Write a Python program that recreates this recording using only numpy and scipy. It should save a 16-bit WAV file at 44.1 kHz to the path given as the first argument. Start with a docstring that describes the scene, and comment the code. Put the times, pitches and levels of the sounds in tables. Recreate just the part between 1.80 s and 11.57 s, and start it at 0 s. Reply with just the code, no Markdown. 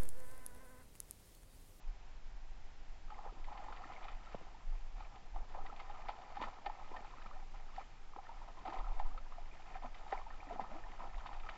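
"""Low rumble and open air come first: a camera sways and rocks on the stony bank of a lake.
Just over a second in, a hooked fish starts thrashing in the shallows a few metres out. Its body slaps
shut pockets of air that ring; the churned water bubbles, gulps and throws spray that patters back.
The microphone sits inside the camera's closed plastic case, which honks near 800 Hz and takes a bump."""
import sys
import numpy as np
from scipy import signal
from scipy.fft import rfft, irfft, next_fast_len
from scipy.io import wavfile
from scipy.ndimage import map_coordinates

SR = 44100
rng = np.random.default_rng(int(sys.argv[2]) if len(sys.argv) > 2 else 0)


def to_wav(s):
    """Save 16-bit WAV."""
    ch = np.atleast_2d(s).T  # columns
    pcm = np.round(np.clip(ch, -1, 1) * 32767)  # PCM
    wavfile.write(sys.argv[1], SR, pcm.astype(np.int16))


N = 430857
TOP_HZ = 7700  # the camera's band limit


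def amp(db):
    """Decibels to gain."""
    return 10 ** (np.asarray(db) / 20)


def decay(t, t60):
    """Gain that falls 60 dB every t60 seconds."""
    return amp(-60 * t / t60)


def unit_rms(x):
    """Scale to rms 1."""
    return x / np.sqrt(np.mean(x ** 2) + 1e-20)


def unit_peak(x):
    """Scale to peak 1."""
    return x / (np.abs(x).max() + 1e-20)


def curve_at(points, hz):
    """Read a curve of (Hz, dB) points along a log frequency axis."""
    point_hz, db = np.transpose(points)
    return np.interp(np.log(hz + 1), np.log(point_hz + 1), db)


def wobble(rate):
    """A smooth random curve with rate knots a second."""
    knots = rng.standard_normal(int(N * rate / SR) + 4)
    return map_coordinates(knots, [np.arange(N) * rate / SR])


def filtered(x, response):
    """Shape x by a gain given as a function of frequency."""
    size = next_fast_len(len(x) + 8192)
    return irfft(rfft(x, size) * response(np.fft.rfftfreq(size, 1 / SR)), size)[:len(x)]


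def noise(spectrum):
    """Noise of rms 1 with the given colour."""
    return unit_rms(filtered(rng.standard_normal(N), lambda hz: amp(curve_at(spectrum, hz))))


def band(x, low_hz, high_hz):
    """Gentle causal band-pass."""
    return signal.sosfilt(signal.butter(2, [low_hz, high_hz], "band", fs=SR, output="sos"), x)


def add(track, start, x):
    """Mix x into the track at start seconds."""
    part = track[max(round(start * SR), 0):][:len(x)]
    part += x[:len(part)]


def background(hum_hz=45.6, hum_end_s=3.1):
    """Air over the lake, the lumpy rumble of the swaying camera, its faint whine and an early low hum."""
    # Ripples, open air and microphone hiss. Each row: frequency in Hz, relative density in dB.
    air_spectrum = [(30, 16), (60, 4), (100, 7), (200, 0), (400, -3), (570, -3.5), (790, 3.5), (1120, -4),
                    (1300, -4), (1600, -5), (2500, -7), (3800, -12.5), (6000, -15.5), (7500, -19)]
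    # Handling rumble at the microphone. Each row: frequency in Hz, relative density in dB.
    rumble_spectrum = [(3, -26.5), (9, 3), (20, 3.5), (27, -7), (36, -9.5), (45, -18), (60, -25),
                       (100, -33.5), (200, -68), (400, -120)]
    # How hard the camera sways. Each row: time in seconds, relative level in dB.
    sway = [(0.25, -50), (4.2, -52), (5.4, -53), (9.4, -51)]
    # The electronics beside the microphone. Each row: frequency in Hz, level in dB.
    whine_tones = [(5142, -89)]
    t = np.arange(N) / SR
    air = amp(-61.5 + .3 * wobble(10)) * noise(air_spectrum)
    rumble_db = np.interp(t, *np.transpose(sway)) + 5 + .49 * wobble(5.1)
    rumble = amp(rumble_db) * noise(rumble_spectrum)
    hum_fade = np.clip((hum_end_s - t) / .5, 0, 1)
    hum = amp(-64) * hum_fade * np.sin(2 * np.pi * hum_hz * t + .5 * wobble(6))
    whine = sum(amp(db) * unit_rms(np.sin(2 * np.pi * hz * t + 3.4 * wobble(7.4)))
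                for hz, db in whine_tones)
    edge_fade = np.minimum(np.minimum(t, t[::-1]) / .05, 1)
    return air + edge_fade * (rumble + hum) + whine


def jolts(band_ratio=1.4):
    """Each sudden move rocks the camera through a few uneven swings; quick ones reach higher in the bass."""
    # Each row: start in seconds, length in seconds, peak in dB, rocking rate in Hz.
    moves = [(0.012, 0.14, -32, 26.5), (0.481, 0.23, -48.5, 29.6), (1.006, 0.35, -41, 16.2),
             (1.263, 0.35, -43.5, 21.3), (1.519, 0.3, -34, 17.1), (2.145, 0.58, -41.5, 21.3),
             (2.811, 0.32, -30.5, 21), (3.109, 0.18, -37.5, 26), (3.491, 0.16, -32, 22.4),
             (3.656, .26, -39, 10.7), (6.927, .5, -28, 10.1), (6.931, 0.28, -33, 22),
             (7.181, 0.24, -32.5, 19.2), (7.375, 0.46, -37.5, 13.1), (9.318, 0.14, -36.5, 27)]
    out = np.zeros(N)
    for start, length, db, hz in moves:
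        window = signal.windows.tukey(int(length * SR), .8)
        edges = hz / band_ratio, hz * band_ratio
        swings = band(band(rng.standard_normal(SR), *edges), *edges)[-len(window):]
        add(out, start, amp(db) * unit_peak(window * swings))
    return out


def bumps(scuff_db=-5, thump_db=-6):
    """A bump makes a blunt, falling knock, as high bending waves arrive first, and then a low thump."""
    # Soft touches on the case, right at the microphone. Each row: start in seconds, knock peak in dB.
    touches = [(2.5455, -37.5), (2.611, -51.5)]
    out, t = np.zeros(N), np.arange(SR // 10) / SR
    knock_hz = 130 + 850 * np.exp(-t / .0036)
    knock = np.sin(2 * np.pi * np.cumsum(knock_hz) / SR) * (1 - np.exp(-t / .0009)) * decay(t, .022)
    thump = np.sin(2 * np.pi * 175 * t) * (1 - np.exp(-(t / .0034) ** 2)) * decay(t, .033)
    for start, db in touches:
        scuff = band(rng.standard_normal(len(t)), 470, 1000) * decay(t, .051)
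        bump = unit_peak(knock) + amp(thump_db) * unit_peak(thump) + amp(scuff_db) * unit_peak(scuff)
        add(out, start, amp(db) * bump)
    return out


def case_response(size=4096):
    """Impulse response of the case around the microphone: a dull wall with hollow resonances."""
    # What passes the plastic wall. Each row: frequency in Hz, gain in dB.
    wall = [(100, -3.5), (500, 0), (950, 4), (1130, 2.5), (1500, -2), (2500, -9), (4000, -20.5),
            (5500, -14), (7500, -13)]
    # Resonances of the case. Each row: centre in Hz, width in Hz, lift in dB.
    resonances = [(780, 320, 14.5), (1016, 76, 7.5), (1275, 193, 12), (1805, 61, 9), (2056, 150, 5.5),
                  (2396, 340, 5.5), (3040, 370, 6), (3703, 570, 10.5), (4550, 680, 10)]
    hz = np.fft.rfftfreq(size, 1 / SR)
    honk_db = sum(lift / (1 + (2 * (hz - centre) / width) ** 2) for centre, width, lift in resonances)
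    cepstrum = irfft(np.log(amp(curve_at(wall, hz) + honk_db)))
    # minimum phase, so the case rings only after a sound arrives
    cepstrum[1:size // 2] *= 2
    cepstrum[size // 2 + 1:] = 0
    return irfft(np.exp(rfft(cepstrum)))[:size // 2]


def through(x, case):
    """x as it reaches the microphone inside the case."""
    return signal.fftconvolve(x, case)[:len(x)]


def bubbles(per_second, median_hz, spread, scatter_db, rise, samples, cycles=6.5):
    """A steady swarm of damped sines; each climbs in pitch as its bubble nears the surface."""
    when, tone, strength, phase = rng.random((int(per_second * N / SR), 4)).T[:, :, None]
    hz = np.minimum(median_hz * (tone / (1 - tone)) ** (spread / 2), TOP_HZ)
    offset = np.arange(samples)
    age = hz * offset / SR / cycles  # in lifetimes of so many cycles
    ring = np.sin(2 * np.pi * (cycles * age * (1 + rise * np.minimum(age, 2) / 2) + phase))
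    envelope = np.exp(-2 * age) * (1 - np.exp(-2 * age * cycles)) * (1 - offset / samples)
    gain = amp(-scatter_db * np.log(1 - .97 * strength))  # many faint, a few loud
    positions = (when * N).astype(int) + offset
    return unit_rms(np.bincount(positions.ravel(), (gain * envelope * ring).ravel(), N)[:N])


def swells(starts, lengths, dbs, t60, rise_s=.0092):
    """Gain over time of events that rise, hold for their length and die away; their powers add."""
    clock = np.linspace(0, N / SR, 4000)
    age = clock[:, None] - starts
    gains = np.clip(age / rise_s, 0, 1) * amp(dbs) * decay(np.maximum(age - lengths, 0), t60)
    return np.interp(np.arange(N) / SR, clock, np.linalg.norm(gains, axis=1))


def stirred(starts, lengths, dbs, wash_db=-10):
    """Gain over time of strokes that collapse quickly and leave a wash that goes on bubbling."""
    return np.hypot(swells(starts, lengths, dbs, t60=.2), swells(starts, lengths, dbs + wash_db, t60=2.8))


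def churn(case):
    """Stirred water: bubbles in a wash of foam, a patter of spray over fine fizz, drips and deep gulps."""
    # Strokes of the fish, a few metres off the bank. Each row: start in seconds, length in seconds,
    # then relative levels in dB of bubbles, spray and gulps.
    strokes = [(1.291, 0.13, -59, -76.5, -72), (1.426, 0.045, -53.5, -66, -61),
               (1.52, 0.072, -67, -70.5, -66), (1.664, 0.23, -56, -65.5, -71),
               (1.891, 0.45, -55, -64, -71.5), (2.363, 0.22, -66.5, -66, -74), (2.598, 0.22, -67, -73, -70),
               (2.878, 0.13, -71, -72.5, -74), (3.156, 0.1, -61.5, -65.5, -72),
               (3.312, 0.061, -62, -79, -68.5), (3.534, 0.063, -56.5, -76, -68),
               (3.689, 0.032, -60, -64, -65), (3.752, 0.18, -56, -69, -64),
               (3.963, 0.567, -56.5, -64.5, -74), (4.546, 0.022, -52.5, -62, -64),
               (4.593, 0.024, -46.5, -60.5, -61), (4.613, 0.076, -57.5, -59, -62.5),
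               (4.839, 0.27, -60, -66, -80), (5.1, 0.11, -53.5, -64, -67), (5.222, 0.38, -64.5, -67, -70),
               (5.734, 0.16, -64.5, -68, -79), (5.936, 0.087, -62.5, -61.5, -72),
               (6.423, 0.22, -61.5, -68.5, -80), (6.674, 0.019, -54, -67.5, -70.5),
               (6.766, 0.025, -54.5, -62.5, -62.5), (6.849, 0.056, -50.5, -59.5, -60),
               (6.918, 0.065, -48.5, -59.5, -59), (7.05, 0.13, -61.5, -68, -66),
               (7.242, 0.037, -65, -67, -67), (7.5, 0.18, -64.5, -71, -77), (7.714, 0.11, -66, -66, -72),
               (7.851, 0.13, -58.5, -63, -74.5), (8.018, 0.048, -54.5, -62, -69),
               (8.152, 0.23, -60, -65, -73), (8.301, 0.094, -54.5, -61.5, -64.5),
               (8.462, 0.21, -58.5, -67, -75.5), (8.687, 0.06, -53.5, -61.5, -59),
               (8.79, 0.034, -47.5, -61, -59), (8.893, 0.091, -54.5, -64.5, -64),
               (9.048, 0.13, -64, -65, -83), (9.185, 0.074, -50.5, -62.5, -63),
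               (9.318, 0.1, -58.5, -62.5, -82), (9.427, 0.15, -58.5, -65.5, -71),
               (9.626, 0.28, -56.5, -62.5, -71)]
    starts, lengths, bubble_db, spray_db, gulp_db = np.transpose(strokes)
    bubble_gain = stirred(starts, lengths, bubble_db) * amp(1.5 * wobble(45))
    spray_gain = stirred(starts, lengths, spray_db)
    gulp_gain = stirred(starts, lengths, gulp_db) * amp(2.1 * wobble(24))
    swarm = bubbles(per_second=800, median_hz=918, spread=.8, scatter_db=3.7, rise=.18, samples=560)
    foam = unit_rms(band(rng.standard_normal(N), 380, 1500))
    patter = bubbles(per_second=1200, median_hz=2834, spread=.58, scatter_db=4, rise=.097, samples=220)
    fizz = unit_rms(band(rng.standard_normal(N), 1500, 9500))
    clumps = amp(2 * wobble(140) + 1.8 * wobble(28))  # spray lands unevenly
    spray = band(patter + amp(-2) * fizz, 1400, 12000) * clumps
    drips = bubbles(per_second=230, median_hz=2000, spread=.45, scatter_db=4.5,
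                    rise=.1, samples=450, cycles=7)
    gulps = bubbles(per_second=280, median_hz=279, spread=.55, scatter_db=5.5,
                    rise=.12, samples=1400, cycles=2.8)
    return (bubble_gain * amp(-1.33) * unit_rms(through(swarm + amp(-7.5) * foam, case))
            + spray_gain * amp(-.34) * unit_rms(through(spray, case))
            + spray_gain * amp(-7.5) * unit_rms(through(band(drips, 2000, 6400), case))
            + gulp_gain * amp(-1.3) * unit_rms(through(band(gulps, 66, 910), case)))


def gloops():
    """A hollow in the water changes size as it closes, so its note glides, most often upward."""
    # Each row: start in seconds, peak in dB, first and last pitch in Hz, length in seconds.
    hollows = [(5.335, -65, 412, 660, .04), (5.52, -61.5, 528, 730, 0.055), (5.92, -60, 920, 1440, 0.039),
               (5.974, -55, 486, 815, 0.01), (6.36, -54.5, 250, 720, 0.027),
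               (6.452, -60, 1690, 1960, 0.023), (6.507, -56, 1070, 720, 0.047),
               (7.068, -49, 710, 870, 0.027), (7.273, -60, 730, 890, .028),
               (7.303, -58.5, 1060, 1300, .024), (7.35, -64, 480, 603, .08), (8.72, -52, 557, 423, 0.03),
               (8.904, -56, 160, 290, 0.041), (9.052, -54, 796, 1070, 0.02)]
    out = np.zeros(N)
    for start, db, first_hz, last_hz, length in hollows:
        progress = np.linspace(0, 1, int(length * SR))
        hz = first_hz * (last_hz / first_hz) ** progress
        arch = np.sqrt(np.abs(np.sin(np.pi * progress)))
        add(out, start, amp(db) * arch * np.sin(2 * np.pi * np.cumsum(hz) / SR))
    return out


def rising_ring(t, hz, t60, rise):
    """Trapped air rings as a damped sine whose pitch climbs through hz."""
    glide = 1 + rise * (np.minimum(t / t60, 1) - .5)
    return np.sin(2 * np.pi * hz * t * glide) * decay(t, t60)


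def plinks(case, tick_db=-8):
    """The surface ticks as it closes over a bubble, which rings and climbs a little in pitch."""
    # The loudest single bubbles, from deep glugs to the plinks of falling drops.
    # Each row: start in seconds, peak in dB, pitch in Hz, 60 dB decay time in seconds.
    single_bubbles = [(1.28, -59, 1250, .025), (1.344, -53, 2150, 0.014), (1.4618, -43, 490, 0.022),
                      (1.472, -50, 786, .025), (1.487, -52, 806, 0.025), (1.493, -54, 1280, .02),
                      (1.7876, -45, 800, 0.03), (1.801, -46.5, 776, 0.028), (2.044, -47, 1900, 0.012),
                      (2.055, -53.5, 299, 0.032), (2.0989, -42, 746, 0.01), (2.163, -47.5, 2250, 0.025),
                      (2.469, -50.5, 1375, 0.057), (2.7455, -50.5, 905, 0.039), (3.2487, -52, 2460, .01),
                      (3.752, -45, 592, 0.027), (3.772, -50, 517, .03), (3.848, -46, 780, 0.057),
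                      (3.8668, -45.5, 1960, 0.015), (3.898, -46.5, 1350, 0.034), (3.9244, -45, 820, 0.026),
                      (3.999, -43, 1260, 0.013), (4.1911, -48, 655, 0.031), (4.584, -54, 303, .03),
                      (4.598, -46.5, 220, 0.027), (4.615, -42, 590, 0.024), (4.616, -42, 290, 0.023),
                      (4.652, -52, 240, 0.057), (4.671, -52, 1030, .04), (4.698, -53, 970, .035),
                      (4.735, -51, 840, 0.029), (4.864, -48.5, 630, 0.031), (4.8636, -52, 386, 0.074),
                      (5.115, -45, 386, 0.019), (5.139, -42.5, 1020, 0.022), (5.1646, -47.5, 1850, 0.036),
                      (5.173, -52, 785, .025), (5.337, -47, 1080, 0.025), (5.418, -46, 1680, 0.011),
                      (5.458, -51.5, 179, 0.037), (5.5646, -50, 760, 0.041), (5.624, -51.5, 784, 0.032),
                      (6.335, -47.5, 1150, 0.017), (6.8832, -43.5, 320, 0.037), (7.0, -43, 1220, 0.019),
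                      (7.043, -48, 1340, .025), (7.067, -44, 1310, 0.012), (7.165, -48, 754, .035),
                      (7.253, -56, 1250, .02), (7.464, -52.5, 965, 0.03), (7.713, -57.5, 2480, 0.05),
                      (7.944, -51, 2430, 0.022), (7.968, -45, 1700, 0.012), (8.04, -54.5, 254, 0.12),
                      (8.263, -45.5, 860, 0.022), (8.3263, -38.5, 405, 0.032), (8.339, -43, 950, 0.029),
                      (8.349, -42, 975, 0.027), (8.3765, -45.5, 2230, 0.018), (8.384, -48, 800, 0.049),
                      (8.414, -44, 1120, 0.022), (8.4645, -43, 913, 0.047), (8.504, -49, 1820, 0.03),
                      (8.6033, -48.5, 2380, 0.015), (8.669, -51, 289, 0.099), (8.688, -50.5, 1920, .02),
                      (8.718, -51, 236, 0.056), (8.724, -46, 462, 0.039), (8.792, -48, 260, .04),
                      (8.814, -45.5, 210, 0.039), (8.838, -48, 1020, .03), (8.916, -48.5, 610, .04),
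                      (8.95, -50, 325, 0.083), (8.82, -58, 125, 0.049), (9.038, -49.5, 1800, 0.015),
                      (9.46, -50, 1580, 0.022), (9.5124, -47, 815, 0.025), (9.662, -53, 1330, 0.029)]
    out, t = np.zeros(N), np.arange(SR // 8) / SR
    for start, db, hz, t60 in single_bubbles:
        ring = rising_ring(t, hz, t60, rise=.087) * (1 - np.exp(-t * hz / 2))
        tick = band(rng.standard_normal(len(t)), hz / 2, 3 * hz) * decay(t, .0057)
        plink = unit_peak(ring) + amp(tick_db) * unit_peak(tick)
        add(out, start, amp(db) * unit_peak(through(plink, case)))
    return out


def splats(case, attack_s=.0038):
    """A gob of thrown water lands back on the lake with a crisp, quickly fading hiss."""
    # Each row: start in seconds, relative level in dB, 60 dB decay time in seconds.
    gobs = [(1.64, -45.5, 0.068), (1.727, -48, 0.055), (1.773, -45, 0.045), (1.925, -57, 0.036),
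            (1.962, -48, 0.044), (2.131, -48, 0.043), (2.225, -45.5, 0.078), (2.24, -44.5, 0.051),
            (2.2812, -45, 0.035), (2.324, -48, .04), (3.2, -56, 0.075), (3.355, -50, 0.034),
            (3.8613, -44, 0.028), (3.9606, -45, 0.037), (3.9944, -41.5, 0.074), (4.149, -54, 0.032),
            (4.2851, -36.5, 0.037), (4.294, -45, 0.071), (4.612, -39, .03), (4.623, -37, 0.03),
            (4.639, -46, 0.036), (4.738, -51, 0.023), (4.859, -35, 0.043), (4.868, -42.5, 0.018),
            (4.957, -52, .015), (5.162, -46, 0.05), (5.421, -45.5, 0.021), (6.011, -51, .04),
            (6.871, -46, 0.06), (6.899, -48, .04), (6.923, -48, .04), (6.985, -45, 0.051),
            (7.193, -41.5, .03), (8.1435, -44, 0.05), (8.326, -46, 0.11), (8.818, -53, 0.044),
            (9.352, -53, .04), (9.463, -43, 0.057), (9.531, -52, 0.043), (9.596, -45, 0.049),
            (9.692, -38, 0.037)]
    out, t = np.zeros(N), np.arange(SR // 16) / SR
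    for start, db, t60 in gobs:
        hiss = band(band(rng.standard_normal(len(t)), 1900, 4600), 1100, 4500)
        envelope = (1 - np.exp(-t / attack_s)) * decay(t, t60)
        add(out, start, amp(db - 4.5) * unit_peak(through(hiss * envelope, case)))
    return out


def breakup(case, pocket_db, pocket_hz, count=3):
    """The gurgle of the smaller bubbles that an air pocket sheds, each at its own moment and pitch."""
    out, t = np.zeros(SR // 8), np.arange(SR // 16) / SR
    delays = .013 * rng.uniform(.5, 2, count)
    pitches = pocket_hz * 2 ** (.45 * rng.uniform(-1.12, 1, count))
    levels = pocket_db - 17 + rng.normal(0, 2.2, count)
    envelope = (1 - np.exp(-t * pocket_hz)) * decay(t, .025)
    for delay, hz, db in zip(delays, pitches, levels):
        ring = np.sin(2 * np.pi * hz * t * (1 + 2 * t)) * envelope
        add(out, delay, amp(db) * unit_peak(through(ring, case)))
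    return out


def slaps(case, lead_s=.008, lead_db=-14):
    """Each slap pushes water aside, smacks the surface, traps a ringing air pocket and flings spatter."""
    # Body and tail hitting the shallows. Each row: time in seconds, then the air pocket's peak in dB,
    # pitch in Hz and 60 dB decay time in seconds, and last the smack's peak in dB.
    hits = [(1.303, -57, 1300, 0.031, -46.5), (1.3196, -45, 866, 0.068, -54), (1.381, -49, 1190, .025, -58),
            (1.389, -42.5, 834, 0.033, -59), (1.4531, -46, 780, 0.015, -58),
            (1.684, -44.5, 990, 0.015, -64), (1.7229, -45.5, 870, .04, -53), (1.776, -49, 900, .02, -54),
            (1.8836, -42.5, 894, 0.052, -53), (1.9255, -50, 790, .025, -44), (2.037, -43, 1320, 0.019, -53),
            (2.121, -48, 880, .02, -48), (2.2845, -67, 1050, .023, -40.5), (3.178, -57, 765, .03, -59),
            (3.205, -44, 886, 0.023, -49), (3.5608, -39, 806, 0.016, -53), (3.7471, -38, 850, 0.01, -51),
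            (3.757, -45, 980, 0.02, -58), (3.787, -42.5, 806, 0.028, -58), (4.097, -43.5, 830, 0.056, -49),
            (4.2852, -39.5, 713, 0.049, -43.5), (4.2917, -30, 840, 0.0096, -39),
            (4.557, -48, 1000, .012, -53), (4.569, -37.5, 824, 0.046, -42), (4.602, -40, 990, 0.038, -54),
            (4.616, -35.5, 1025, 0.027, -42), (4.627, -37, 920, 0.028, -42), (4.635, -40, 1110, .03, -44),
            (4.639, -47, 1280, 0.023, -38), (4.8627, -32.5, 818, .039, -42.5),
            (4.8973, -34.5, 887, 0.027, -49), (5.2454, -46, 856, 0.049, -53.5),
            (5.461, -45, 1280, .014, -47), (5.511, -44.5, 1205, 0.027, -61), (5.981, -37, 780, 0.029, -57),
            (6.3621, -38.5, 950, 0.0037, -53), (6.3852, -42.5, 786, 0.032, -58),
            (6.4911, -42.5, 940, 0.056, -50), (6.6159, -45, 945, 0.036, -61), (6.8528, -41, 748, 0.05, -50),
            (6.877, -37, 870, .034, -41), (6.94, -39, 764, 0.047, -44.5), (7.009, -40, 934, .02, -54),
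            (7.1183, -42.5, 888, 0.011, -64), (7.1989, -30.5, 856, 0.0082, -48.5),
            (7.21, -45, 810, 0.022, -57), (7.26, -47.5, 990, 0.026, -62), (7.346, -48, 766, 0.013, -59),
            (7.377, -49, 1346, 0.049, -45), (7.5218, -47.5, 1150, 0.022, -52),
            (7.5811, -44.5, 700, 0.056, -71), (7.9535, -42, 770, 0.059, -48),
            (8.0459, -40, 702, 0.041, -65), (8.3243, -31.5, 810, 0.066, -32),
            (8.508, -43, 895, 0.0098, -60), (8.708, -39, 708, 0.069, -55), (8.759, -42, 727, .025, -56),
            (8.7947, -31, 870, 0.019, -55.5), (8.812, -50, 1170, 0.016, -45.5),
            (9.204, -42, 1100, 0.018, -56), (9.218, -43, 780, 0.023, -56), (9.239, -46, 980, 0.023, -55),
            (9.4602, -41.5, 920, 0.012, -44), (9.49, -38.5, 910, 0.0078, -70),
            (9.53, -46.5, 860, 0.015, -48), (9.69, -54, 1170, 0.03, -34)]
    out, t = np.zeros(N), np.arange(SR // 8) / SR
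    pocket_attack = 1 - np.exp(-(t / .001) ** 2)
    spatter_envelope = (1 - np.exp(-t / .0026)) * decay(t, .081)
    for start, db, hz, t60, smack_db in hits:
        shove, clap, spray, push = rng.standard_normal((4, len(t)))
        # the pushed water swells up to the moment of the slap
        lead = through(band(push, 750, 1000), case) * np.exp((t - t[-1]) / lead_s)
        add(out, start - t[-1], amp(db + lead_db) * unit_peak(lead))
        pocket = pocket_attack * rising_ring(t, hz, t60, rise=.083)
        add(out, start, amp(db) * unit_peak(through(pocket, case)))
        add(out, start, breakup(case, db, hz))
        # a dull shove of the water together with a sharp clap of the skin
        smack = (band(shove, 430, 600) + amp(2.5) * band(clap, 1200, 2100)) * decay(t, .033)
        add(out, start - .001, amp(smack_db) * unit_peak(through(smack, case)))
        spatter = band(band(spray, 2050, 4200), 1000, 6100) * spatter_envelope
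        spatter_db = min(smack_db - 9.5, -48.5)
        add(out, start - .003, amp(spatter_db) * unit_peak(through(spatter, case)))
    return out


def scene():
    """The thrashing fish from the bank, in mono, over handling noise and lake air."""
    case = case_response()
    water = churn(case) + slaps(case) + splats(case) + plinks(case) + gloops()
    return (water + bumps() + jolts() + background())[None]


def record(dry):
    """The camera keeps nothing above its band limit."""
    return np.array([filtered(channel, lambda hz: hz < TOP_HZ) for channel in dry])


dry = scene()
out = record(dry)
to_wav(out)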